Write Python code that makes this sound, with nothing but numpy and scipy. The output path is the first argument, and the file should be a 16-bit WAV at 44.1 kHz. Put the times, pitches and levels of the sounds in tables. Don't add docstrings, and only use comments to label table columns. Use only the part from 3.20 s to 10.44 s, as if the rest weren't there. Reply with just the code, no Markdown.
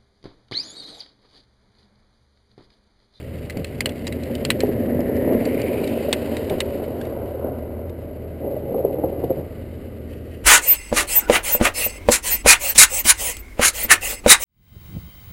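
import sys
import numpy as np
from scipy import signal
from scipy.fft import rfft, irfft
from scipy.io import wavfile
from scipy.ndimage import uniform_filter1d

SR = 44100
rng = np.random.default_rng(int(sys.argv[2]) if len(sys.argv) > 2 else 0)


def wav_out(sig):
    wavfile.write(sys.argv[1], SR, np.round(np.clip(np.atleast_2d(sig).T, -1, 1) * 32767).astype(np.int16))


N = 319284
TIME = np.arange(N) / SR
SPEED_M_PER_S, CLOSEST_M = 3.03, 2.09


def amp(db):
    return 10 ** (np.asarray(db) / 20)


def unit(x):
    return x / np.sqrt(np.mean(x ** 2) + 1e-20)


def add(mix, s, sound):
    part = mix[max(round(s * SR), 0):][:len(sound)]
    part += sound[:len(part)]


def arch(start_s, length_s):
    return np.sin(np.pi * np.clip((TIME - start_s) / length_s, 0, 1))


def wander(top_hz):
    hz = np.fft.rfftfreq(N, 1 / SR)
    return unit(irfft(rfft(rng.standard_normal(N)) / (1 + (hz / top_hz) ** 4), N))


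def colour(x, spectrum, order=4096):
    hz, db = np.transpose(spectrum)
    bin_hz = abs(np.fft.fftfreq(order, 1 / SR))
    log_gain = np.log(amp(np.interp(np.log(bin_hz + 1), np.log(hz), db)))
    taps = np.fft.ifft(np.exp(np.conj(signal.hilbert(log_gain)))).real[:order // 2]
    return signal.oaconvolve(x, taps)[:len(x)]


def resonate(x, hz, width_hz):
    turn = np.exp(2j * np.pi * np.cumsum(hz * np.ones(len(x))) / SR)
    pole = np.exp(-np.pi * width_hz / SR)
    return 2 * (turn * signal.lfilter([1 - pole], [1, -pole], x / turn)).real


def steadied(x, size):
    return x / np.sqrt(np.maximum(uniform_filter1d(x ** 2, size), 0) + 1e-12)


def grain(per_s, spread_db):
    size = amp(spread_db * np.minimum(rng.exponential(1, N), 4))
    return unit(size * rng.choice([-1, 1], N) * (rng.random(N) < per_s / SR))


def doublings(nearest_s):
    along_m = SPEED_M_PER_S * (TIME - nearest_s)
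    far = np.log2(np.hypot(along_m, CLOSEST_M) / CLOSEST_M)
    return far * (along_m < 0), far * (along_m >= 0)


def passing(loudest_s, db, coming_db, going_db):
    coming, going = doublings(loudest_s)
    onset_db = -np.maximum(1 - TIME / 0.8, 0)
    return amp(db + onset_db - coming_db * coming - going_db * going)


# f/Hz, level/dB
ROLL_SPECTRUM = [(88, -37), (150, -15), (204, -9), (240, -2), (286, -2.5), (331, -4), (389, -0.5),
                 (491, -4.5), (584, -1), (708, -13), (883, -25), (972, -22), (1160, -33.5), (1500, -32),
                 (1950, -56), (3300, -120)]
SKID_SPECTRUM = [(70, -44.5), (130, -6.5), (200, -14), (270, -6), (390, -1.5), (460, -0.5), (540, -2),
                 (620, -8), (700, -9.5), (820, -15.5), (1000, -28.5), (1250, -34), (1600, -52.5),
                 (2400, -82)]
# t/s, length/s, gain/dB
ROUGH_PATCHES = [(0.34, 0.086, 8), (0.633, 0.096, 6.5), (2.035, 0.16, 4.5), (3.292, 0.063, 7),
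                 (4.207, 0.098, 5)]
# t/s, level/dB
SKID_LEVEL = [(5.19, -42), (5.25, -24.5), (5.34, -26.5), (5.39, -33.5), (5.54, -24), (5.86, -26),
              (5.98, -29), (6.21, -28.5), (6.29, -54)]
# t/s, tilt/(dB per octave)
BLOW_HARDNESS = [(0, -1), (1.85, -4), (2.3, -1.5), (3.2, 0), (4.0, 3.5), (4.3, 3), (5.5, -2), (6.05, 0.5),
                 (7.24, -4.5)]


def wheels():
    road_db = sum(db * arch(start, length) for start, length, db in ROUGH_PATCHES)
    road_db += 0.5 * wander(top_hz=9)
    slowing_db = -4.5 * np.clip((TIME - 4.27) / 0.51, 0, 1)
    roll_gain = passing(loudest_s=2, db=-22, coming_db=11, going_db=4.5) * amp(road_db + slowing_db)
    skid_s, skid_db = np.transpose(SKID_LEVEL)
    skid_gain = amp(np.interp(TIME, skid_s, skid_db)) * (TIME > skid_s[0]) * (TIME < skid_s[-1])
    rolling = unit(colour(grain(per_s=1300, spread_db=0.5), ROLL_SPECTRUM))
    skidding = unit(colour(grain(per_s=450, spread_db=1.0), SKID_SPECTRUM))
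    groan = unit(resonate(skidding, 556, 35))
    level = np.hypot(roll_gain, skid_gain)
    drumming = (roll_gain * rolling + skid_gain * unit(skidding + amp(-8.5) * groan)) / level
    hz, frame_s, spectra = signal.stft(drumming, SR, nperseg=512)
    octaves = np.log2(np.clip(hz, 150, 1000) / 450)[:, None]
    tilt_db = np.interp(frame_s, *np.transpose(BLOW_HARDNESS)) * octaves
    tilted = signal.istft(spectra * amp(tilt_db), SR, nperseg=512)[1][:N]
    return level * steadied(tilted, size=3001)


# f/Hz, width/Hz, level/dB
BODY_MODES = [(109.6, 22, -7), (143, 91, -10.5), (236.2, 17.6, 3), (396, 52, -14), (431.4, 23, -5),
              (526, 28.5, -3)]


def boom():
    blows = grain(per_s=820, spread_db=3.0)
    ring = sum(amp(db) * unit(resonate(resonate(blows, hz, width), hz, 3 * width))
               for hz, width, db in BODY_MODES)
    return passing(loudest_s=1.74, db=-25, coming_db=14, going_db=8.5) * steadied(ring, size=8001)


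def rumble():
    blows = grain(per_s=520, spread_db=-0.5)
    frame = unit(resonate(resonate(blows, 127, 70), 150, 110))
    return passing(loudest_s=1.5, db=-36, coming_db=3, going_db=6) * frame


# t/s, relative level/dB, leading mode f/Hz, thud share/dB
BUMPS = [(0.3648, -15, 210, 5), (1.1, -17, 527, 1), (1.434, -5, 415, -10), (1.489, -14, 415, -17),
         (1.792, -13.5, 566, -20), (2.075, -10, 582, -12), (2.123, -8.5, 355, -9), (2.883, -12.5, 390, -11),
         (3.12, -19, 579, -10), (3.31, -9, 602, -1), (3.553, -15, 369, -19), (3.597, -17.5, 358, -20),
         (4.244, -18.5, 638, -17), (5.364, -18, 607, -13), (5.545, -10, 431, -32), (5.582, -15, 527, -18),
         (5.603, -15.5, 506, -12), (5.648, -7, 402, -19), (5.838, -7, 523, -16), (6.038, -10, 457, -5),
         (6.104, -7, 522, -16), (6.185, -17, 552, 7)]


def thumps():
    out, t = np.zeros(N), np.arange(5000) / SR
    for s, db, hz, thud_db in BUMPS:
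        shell = unit(colour(rng.standard_normal(len(t)) * np.exp(-t / 0.0064), SKID_SPECTRUM))
        mode = unit(np.sin(2 * np.pi * hz * t) * (1 - np.exp(-t / 0.00034)) ** 2 * np.exp(-t / 0.016))
        shake = rng.standard_normal(len(t)) * np.exp(-t / 0.056)
        thud = unit(resonate(resonate(shake, 130, 150), 130, 190))
        add(out, s, amp(db - 17.5) * unit(shell + amp(1) * mode + amp(thud_db) * thud))
    return out


# f/Hz, level/dB
STONE_SPECTRUM = [(300, -26), (950, -49.5), (1450, -10), (1700, -7), (2000, -1), (2350, -1.5), (2900, 1),
                  (3400, -3), (3650, -8.5), (4050, -4), (4500, -2), (5000, -7), (5700, -8)]
# t/s, relative level/dB, low ring f/Hz, its share/dB, high ring f/Hz
STONES = [(0.298, -20.5, 2020, 4.5, 4030), (0.3045, -22, 2030, 7, 4300), (0.3714, -25, 2260, 0, 4630),
          (0.4451, -18, 2590, 0, 4200), (0.6064, -7, 2120, 4.5, 4780), (0.6579, -6, 2900, 2, 4230),
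          (0.6928, -21.5, 2910, 1, 3360), (0.8687, -15.5, 1930, -26, 3930), (0.8773, -18, 2130, -19, 4800),
          (0.9241, -20, 2080, 2.5, 3900), (1.035, -26.5, 2290, -18, 4040), (1.1523, -20.5, 2970, -2, 3730),
          (1.2504, -10, 3170, -8, 4420), (1.3032, -1, 1980, 1, 3930), (1.4047, -12.5, 2900, -15, 4100),
          (1.805, -30.5, 1890, -3, 5100), (1.9667, -29.5, 1850, 10, 5000), (2.2534, -20.5, 2020, -15, 4630),
          (2.417, -21.5, 2840, 0, 4520), (2.642, -24.5, 2850, -3, 3960), (2.6757, -22.5, 1970, -13, 3760),
          (2.928, -2, 1970, -28, 3690), (3.1682, -19, 1930, -7, 3830), (3.2973, -18.5, 2280, -0.5, 3660),
          (3.404, -6.5, 2960, -10, 3720), (3.8135, -25, 1600, 4.5, 3500), (3.8526, -33, 2120, 5, 3670),
          (4.6952, -37, 2040, -2, 3670), (6.043, -36.5, 2890, -1, 3660)]


def cracks():
    out, t = np.zeros(N), np.arange(3000) / SR
    first_break = (1 - np.exp(-t / 0.00023)) * np.exp(-t / 0.0013)
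    ring_envelope = (1 - np.exp(-t / 0.00042)) * np.exp(-t / 0.0025)
    for s, db, low_hz, low_db, high_hz in STONES:
        fracture, rattle = rng.standard_normal((2, len(t)))
        second_break = np.interp(t - rng.uniform(0.0023, 0.0025), t, first_break, left=0)
        snap = unit(colour(fracture * (first_break + amp(-5.5) * second_break), STONE_SPECTRUM))
        low = amp(low_db) * unit(np.sin(2 * np.pi * low_hz * t) * ring_envelope)
        high = amp(-3) * unit(np.sin(2 * np.pi * high_hz * t) * ring_envelope)
        rattle = rattle * (1 - np.exp(-t / 0.007)) * np.exp(-t / 0.006)
        tail = unit(resonate(colour(rattle, STONE_SPECTRUM), 1780, 1100))
        blow = fracture * first_break + 0.25 * rattle
        knock = amp(-13) * unit(resonate(resonate(blow, 900, 700), 660, 900))
        add(out, s, amp(db - 21) * unit(snap + amp(-2) * (low + high) + amp(-7.5) * tail + knock))
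    return out


# f/Hz, level/dB
SCRAPE_SPECTRUM = [(470, -22.5), (800, -8), (1130, -14.5), (2020, -4.5), (2380, -9.5), (2970, -6.5),
                   (3410, -18.5), (3700, -14.5), (4920, -16.5), (5600, -28.5), (7280, -53), (12300, -120)]


def scrape(sliding):
    sand = unit(colour(rng.standard_normal(N), SCRAPE_SPECTRUM))
    near_gain = sliding * passing(loudest_s=3, db=-43, coming_db=4.5, going_db=17.5)
    far_gain = np.hypot(amp(-62), amp(-57.5) * arch(4.75, 2.66))
    coming, going = doublings(nearest_s=1.88)
    tyre_hz = 1850 + 220 * coming + 950 * going
    hiss = unit(resonate(resonate(grain(per_s=6000, spread_db=7.0), tyre_hz, 400), tyre_hz, 800))
    hiss_gain = passing(loudest_s=2.5, db=-41, coming_db=10, going_db=73)
    flutter_db = 1.76 * wander(top_hz=40)
    return amp(flutter_db) * (np.hypot(near_gain, far_gain) * sand + hiss_gain * hiss)


# t/s, length/s, level/dB
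GRIT_SCUFFS = [(1.384, 0.074, -45), (2.188, 0.16, -44.5), (3.74, 0.22, -54), (4.02, 0.12, -64),
               (6.864, 0.14, -54), (6.958, 0.42, -54.5)]


def crunch():
    t = np.arange(600) / SR
    snap = rng.standard_normal(len(t)) * np.exp(-t / 0.0084)

    def crushed(blows):
        snaps = signal.oaconvolve(blows, snap)[:N]
        return unit(resonate(colour(snaps, STONE_SPECTRUM), 1400, 1200))

    sparse = crushed(grain(per_s=130, spread_db=8.5))
    thick = crushed(grain(per_s=820, spread_db=4.5))
    scuff_gain = sum(amp(db) * arch(start, length) for start, length, db in GRIT_SCUFFS)
    return passing(loudest_s=2.5, db=-53, coming_db=6, going_db=11) * sparse + scuff_gain * thick


def chips():
    t = np.arange(400) / SR
    snap = rng.standard_normal(len(t)) * np.exp(-t / 0.0019)
    snaps = signal.oaconvolve(grain(per_s=34, spread_db=0.5), snap)[:N]
    ticks = unit(resonate(colour(snaps, STONE_SPECTRUM), 3500, 3000))
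    return passing(loudest_s=0.9, db=-58.5, coming_db=1, going_db=16) * ticks


# f/Hz, level/dB
MOTOR_PARTIALS = [(40.3, -51), (80.6, -37.5), (107.7, -55.5), (121, -46), (241, -53), (350, -68),
                  (1491, -70), (1620, -70.5), (2003, -69)]


def distant_motor():
    wavering_s = np.cumsum(1 + 0.0129 * wander(top_hz=3.85)) / SR
    out = np.zeros(N)
    for hz, db in MOTOR_PARTIALS:
        gain = amp(db + 0.49 * wander(top_hz=22))
        out += gain * unit(np.sin(2 * np.pi * (hz * wavering_s + rng.random())))
    return out


# f/Hz, level/dB
AIR_SPECTRUM = [(12, -34), (20, -23), (86, -1.5), (107, -3), (163, -11.5), (232, -9.5), (518, -14),
                (1030, -41), (1180, -30), (1720, -46), (2030, -31.5), (2960, -51), (3410, -54), (4860, -58),
                (5600, -58), (7280, -76), (12300, -120)]


def open_air():
    gain = amp(-37 + 0.79 * wander(top_hz=0.78))
    return gain * unit(colour(rng.standard_normal(N), AIR_SPECTRUM, order=16384))


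def scene():
    sliding = amp(-5 * arch(1.45, 0.9))
    body = wheels() + boom() + rumble() + thumps()
    surface = cracks() + scrape(sliding) + sliding * crunch() + chips()
    return (body + surface + distant_motor() + open_air())[None]


def record(dry):
    slow = signal.resample_poly(dry, 40, 147, axis=1, window=("kaiser", 7))
    held = np.repeat(slow, 4, axis=1)
    fizzy = signal.resample_poly(held, 147, 160, axis=1)[:, :N]
    low_pass = signal.firwin(121, 15400, window=("kaiser", 9), fs=SR)
    return signal.oaconvolve(fizzy, low_pass[None], "same")


dry = scene()
out = record(dry)
wav_out(out)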